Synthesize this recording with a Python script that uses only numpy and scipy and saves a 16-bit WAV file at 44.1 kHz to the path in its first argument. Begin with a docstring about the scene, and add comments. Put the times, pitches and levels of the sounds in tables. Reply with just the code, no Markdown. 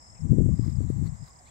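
"""A field edge at dusk: a far cricket chorus hisses while nearer insects rub their wings in slowing runs
of falling chirps. A gust buffets the left microphone port with a low rumble, the loudest sound here.
Something rustles softly (crackly noise and tiny snaps) as a peacock drops off a fence post.
Small birds call in the distance with short tones, and a thin insect ticks over the hush of open air."""
import sys
import numpy as np
from scipy import signal
from scipy.fft import rfft, irfft
from scipy.io import wavfile
from scipy.ndimage import uniform_filter1d

SR = 44100
rng = np.random.default_rng(int(sys.argv[2]) if len(sys.argv) > 2 else 0)


def generate_wav(sig):
    """Save sig (samples, or channels by samples) to the path in sys.argv[1] as 16-bit PCM at SR."""
    pcm = np.round(np.clip(np.atleast_2d(sig).T, -1, 1) * 32767).astype(np.int16)
    wavfile.write(sys.argv[1], SR, pcm)


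N = 66150
TIME = np.arange(N) / SR
RUSTLE_PAN_DB = 12.5


def from_db(db):
    """Turn decibels into a gain to multiply by."""
    return 10 ** (np.asarray(db) / 20)


def rms_one(x):
    """Scale a signal so that its average power is 1."""
    return x / np.sqrt(np.mean(x ** 2) + 1e-20)


def pan(db):
    """Left and right gains: positive db is louder on the left, negative on the right."""
    return rms_one(np.array([[from_db(db)], [1.]]))


def in_time(rows):
    """Join (time, value) points with straight lines."""
    return np.interp(TIME, *np.transpose(rows))


def per_bin(points):
    """Join (pitch, value) points into a curve over all frequencies, with octaves evenly spaced."""
    hz, value = np.transpose(points)
    return np.interp(np.log(np.fft.rfftfreq(N, 1 / SR) + 1), np.log(hz), value)


def tint(x, colour):
    """Give a signal a tone colour, listed as (pitch_hz, level_db) points, and a power of 1."""
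    return rms_one(irfft(rfft(x) * from_db(per_bin(colour)), N))


def noise(colour):
    """Steady noise with the given tone colour."""
    return tint(rng.standard_normal(N), colour)


def drift(rate_hz):
    """Smooth random wandering of about 1 either way, mostly slower than rate_hz."""
    smoothing = 1 + (np.fft.rfftfreq(N, 1 / SR) / rate_hz) ** 2
    return rms_one(irfft(rfft(rng.standard_normal(N)) / smoothing, N))


def even(x):
    """Level out the slow swells in a noise."""
    return x / np.sqrt(uniform_filter1d(x ** 2, size=1300) + 1e-9)


def chirp(middle_s, length_s, hz, glide_hz_per_s, waver_hz=0, octave_gain=0):
    """A gliding tone that swells and fades around middle_s."""
    out = np.zeros(N)
    live = np.abs(TIME - middle_s) < length_s / 2
    t = TIME[live] - middle_s
    pitch_hz = hz + glide_hz_per_s * t + (waver_hz[live] if np.ndim(waver_hz) else 0)
    phase = 2 * np.pi * (np.cumsum(pitch_hz) / SR + rng.random())
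    swell = np.cos(np.pi * t / length_s) ** 2
    out[live] = swell * (np.sin(phase) + octave_gain * np.sin(2 * phase))
    return out


def air():
    """The steady hush of open country."""
    # tone colour of the hush: pitch_hz, level_db
    colour = [(20, -17), (70, 7.5), (130, 0.5), (220, -6.5), (400, -15), (650, -7.5), (1080, -6),
              (1450, -17), (2050, -15), (2600, -31), (4400, -35.5), (8500, -46), (9800, -64), (13500, -38),
              (15500, -43)]
    # how alike left and right are: pitch_hz, likeness (1 the same, -1 opposite)
    likeness = [(60, 0.81), (290, 0.12), (640, 0.048), (1100, -0.82), (1500, -0.65), (3100, 0.013),
                (15000, 0)]
    alike = np.clip(per_bin(likeness), -.98, .98)
    same = irfft(rfft(noise(colour)) * np.sqrt((1 + alike) / 2), N)
    opposite = irfft(rfft(noise(colour)) * np.sqrt((1 - alike) / 2), N)
    return from_db(-55) * np.array([same + opposite, same - opposite])


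def cricket_chorus():
    """Countless far crickets merge into a hiss, with a few pulsing through it."""
    # tone colour of the hiss: pitch_hz, level_db
    colour = [(4000, -26), (4650, -25.5), (5250, -9), (5700, -15.5), (6250, -7), (6650, -7), (7200, 1.5),
              (7600, 1.5), (8000, -4), (8550, -11), (8950, -24), (9400, -47.5)]
    # crickets that stand out: pitch_hz, chirps_per_s, level_db, pan_db
    crickets = [(7600, 14, -62, 14), (7300, 24, -71.5, -1), (7950, 29, -62.5, 23), (5650, 210, -82.5, -7)]
    hiss = [noise(colour) * from_db(-59.5 + .5 * drift(rate_hz=45)) for _ in range(2)]
    out = pan(db=1) * np.array(hiss)
    for hz, rate, db, pan_db in crickets:
        for beat_s in (np.arange(int(rate * N / SR) + 1) + rng.random()) / rate:
            level = from_db(db + rng.normal(0, 1.1))
            s = beat_s + rng.normal(0, .0015)
            note = chirp(s, length_s=.03, hz=hz + rng.normal(0, 28), glide_hz_per_s=-28000)
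            out += pan(pan_db) * level * note
    return out


def birds():
    """Faint gliding notes and duller calls from farther off; a fast pitch wobble makes them raspy."""
    # gliding notes: middle_s, length_s, pitch_hz, glide_hz_per_s, level_db, pan_db, rasp_hz
    notes = [(0.169, 0.071, 2396, -4000, -64.5, 20, 256), (0.388, 0.06, 3580, -500, -74, -13, 35),
             (0.892, .07, 3880, -4000, -70.5, -12, 130), (1.476, 0.045, 2335, 22000, -61, -14, 40.3),
             (1.477, 0.073, 3990, 14000, -64.5, 7, 430), (1.497, .026, 3350, -5000, -65, -22, 50)]
    # dull calls: middle_s, length_s, pitch_hz, level_db, pan_db
    far_calls = [(.522, 0.025, 1106, -59.5, -5), (0.643, 0.031, 1104, -57.5, -1),
                 (1.3, .07, 1080, -59.5, -6), (1.369, .04, 1002, -61.5, -12), (1.409, 0.032, 737, -54, -5)]
    out = np.zeros((2, N))
    for s, length, hz, glide, db, pan_db, rasp_hz in notes:
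        out += pan(pan_db) * from_db(db) * chirp(s, length, hz, glide, rasp_hz * drift(rate_hz=530))
    for s, length, hz, db, pan_db in far_calls:
        out += pan(pan_db) * from_db(db) * chirp(s, length, hz, 0, waver_hz=45 * drift(rate_hz=250))
    return out


def insect_ticks():
    """Short falling notes of a high-pitched insect on the right."""
    # thin ticks: middle_s, level_db
    ticks = [(.03, -70), (.196, -71), (.245, -68), (.297, -68), (.455, -69), (.503, -70), (.558, -70.5),
             (.725, -75), (.774, -73.5), (.826, -72), (0.849, -71), (.97, -73), (1.035, -69), (1.087, -70),
             (1.24, -71), (1.292, -69), (1.343, -67), (1.392, -69.5), (1.493, -73)]
    waver_hz = 60 * drift(rate_hz=170)
    out = np.zeros(N)
    for s, db in ticks:
        out += from_db(db) * chirp(s, length_s=.028, hz=8950, glide_hz_per_s=-14000, waver_hz=waver_hz)
    return pan(db=-11) * out


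def rustle():
    """Soft brushing with a fine crackle in it, mostly on the left."""
    # loudness of the rustle: time_s, level_db
    loudness = [(0, -88.5), (.5, -77.5), (.56, -70), (.59, -69), (.614, -68.5), (.65, -62), (.714, -63.5),
                (.735, -73), (.792, -69.5), (.82, -62), (.866, -74), (.9, -64.5), (.92, -67), (1.02, -70),
                (1.068, -57), (1.09, -72), (1.118, -78), (1.145, -67), (1.204, -74), (1.282, -60),
                (1.312, -72), (1.408, -70), (1.5, -70.5)]
    # its tone colour: pitch_hz, level_db
    colour = [(500, -23.5), (1100, 18.5), (1500, 6.5), (2000, 13.5), (2800, -4.5), (3600, 4.5), (4400, 9),
              (5500, 1.5), (9000, -3), (12000, -3), (15500, -7.5)]
    clicks_per_s = 900
    level = from_db(in_time(loudness) + .5 * drift(rate_hz=900))
    clicks = (rng.random(N) < clicks_per_s / SR) * rng.standard_normal(N)
    crackle = from_db(-3) * tint(clicks, colour)
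    brushing = np.array([noise(colour), noise(colour)])
    return pan(RUSTLE_PAN_DB) * level * rms_one(brushing + crackle)


def snaps():
    """Tiny dry cracks in the rustle: bursts of noise that rise fast and die away."""
    # cracks: peak_s, level_db, pitch_hz, width_octaves, decay_s
    cracks = [(.59, -69, 8900, 0.88, 0.0059), (0.897, -62.5, 10000, .5, 0.0034),
              (0.984, -65, 11100, 0.64, .002), (1.072, -52, 4220, 0.11, 0.0059),
              (1.277, -62, 4360, 0.12, 0.0034)]
    rise_s = .0011
    out = np.zeros(N)
    for s, db, hz, octaves, decay_s in cracks:
        colour = [(hz / 16 ** octaves, -48), (hz, 0), (hz * 16 ** octaves, -48)]
        rise = np.clip((TIME - s) / rise_s + 1, 0, 1)
        fall = np.exp(-np.maximum(TIME - s, 0) / decay_s)
        out += from_db(db) * noise(colour) * rise * fall
    return pan(RUSTLE_PAN_DB) * out


def insect_trills():
    """Each run of wing strokes slows toward its end; the ground echoes its chirps, duller."""
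    # runs: last_chirp_s, chirp_count, pitch_hz, level_db, fade_in_db_per_chirp, pan_db, echo_db
    runs = [(.101, 6, 5057, -55.5, 0, -17, -1), (.21, 12, 5275, -52, 0.8, 25, -4),
            (0.371, 4, 5450, -69, 0, 10, -13), (.758, 13, 5060, -55, 2.5, -18.5, -9.5),
            (1.392, 12, 5046, -55.5, 2, -16, -11)]
    # single chirps of the same insects: middle_s, length_s, pitch_hz, level_db
    lone_chirps = [(.282, 0.024, 5080, -68), (0.298, 0.024, 4840, -68.5), (0.771, .018, 4600, -67),
                   (1.098, .018, 5200, -61), (1.463, 0.019, 5100, -68)]
    chirp_s, echo_delay_s, glide_hz_per_s = .017, .0076, -37000
    last_gap_s, gap_step_s, shortest_gap_s = .0305, .0023, .017
    waver_hz = 50 * drift(rate_hz=170)
    out = np.zeros((2, N))
    for s, count, hz, db, fade_db, pan_db, echo_db in runs:
        octave_gain = from_db(-22 + min(pan_db, 0))
        for k in range(count):  # work backward from the last chirp
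            fade_steps = max(0, k - 7)  # the last eight chirps are at full strength
            level = from_db(db - fade_db * fade_steps + rng.normal(0, 1))
            direct = chirp(s, chirp_s, hz, glide_hz_per_s, waver_hz, octave_gain)
            echo = from_db(echo_db) * chirp(s + echo_delay_s, chirp_s, hz, glide_hz_per_s, waver_hz)
            out += pan(pan_db) * level * (direct + echo)
            s -= max(shortest_gap_s, last_gap_s - gap_step_s * k)
    for s, length, hz, db in lone_chirps:
        out += pan(db=-19) * from_db(db) * chirp(s, length, hz, glide_hz_per_s, waver_hz)
    return out


def wind():
    """A gust hits the left port with a slow push, fast swirls and thumps; the right port is sheltered."""
    # rise and fall of the push: time_s, level_db
    gust = [(0, -87), (.07, -64), (.12, -49.5), (.18, -57.5), (.208, -35.5), (.254, -23), (.285, -37),
            (.308, -14), (.358, -29.5), (.39, -20.5), (.53, -20), (.565, -36), (.605, -24), (.75, -28.5),
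            (.79, -24.5), (.91, -28.5), (.945, -28), (1.025, -25), (1.14, -34), (1.18, -51.5), (1.225, -32),
            (1.26, -55.5), (1.5, -95)]
    # tone colour of the push: pitch_hz, level_db
    push_colour = [(15, -13.5), (30, -18.5), (50, -5.5), (115, 2), (160, -3), (220, -15.5), (320, -52.5),
                   (600, -56), (1500, -94)]
    # rise and fall of the swirls: time_s, level_db
    swirl_level = [(0, -82), (.19, -83.5), (.255, -29.5), (.285, -37), (.325, -21), (.36, -28),
                   (.405, -17.5), (.44, -29.5), (.49, -29.5), (.56, -41.5), (.595, -35.5), (.63, -46.5),
                   (.68, -26.5), (.72, -48.5), (.77, -55.5), (.82, -29.5), (.88, -47), (.94, -48.5),
                   (.975, -39), (1.04, -37), (1.13, -63), (1.19, -94), (1.5, -76)]
    # tone colour of the swirls: pitch_hz, level_db
    swirl_colour = [(60, -34), (150, 2), (230, 3), (330, -3.5), (450, -19), (600, -29.5), (900, -42),
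                    (2000, -82)]
    # thumps, each one down-and-up swing of air pressure: middle_s, peak_db, pitch_hz
    thumps = [(.303, -15.5, 70.3), (.322, -7, 140), (0.332, -10.5, 185), (.386, -9, 203),
              (0.395, -9.5, 75.3), (.405, -16, 223), (.461, -14.5, 173), (0.491, -19.5, 253),
              (.541, -9.5, 98), (0.596, -13.5, 157.4), (0.616, -26, 70.5), (0.788, -20, 89),
              (0.807, -22, 222), (.903, -14.5, 195), (1.026, -15.5, 132), (1.233, -43.5, 157)]
    push = from_db(in_time(gust) + 2.5) * even(noise(push_colour))
    swirls = from_db(in_time(swirl_level)) * even(noise(swirl_colour))
    left = push + swirls
    for s, db, hz in thumps:
        phase = 2 * np.pi * hz * (TIME - s)
        bell_curve = np.exp((1 - np.minimum(phase ** 2, 100)) / 2)
        left += from_db(db) * phase * bell_curve
    right = from_db(in_time(gust) - 35.5) * noise(push_colour)
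    return np.array([left, right])


def scene():
    """All the sounds of the field added together, left and right."""
    return air() + wind() + rustle() + snaps() + birds() + insect_ticks() + insect_trills() + cricket_chorus()


def record(dry):
    """Cut the very highest treble steeply."""
    cutoff_hz = 15700
    return signal.sosfilt(signal.ellip(10, .1, 80, cutoff_hz, fs=SR, output="sos"), dry)


dry = scene()
out = record(dry)
generate_wav(out)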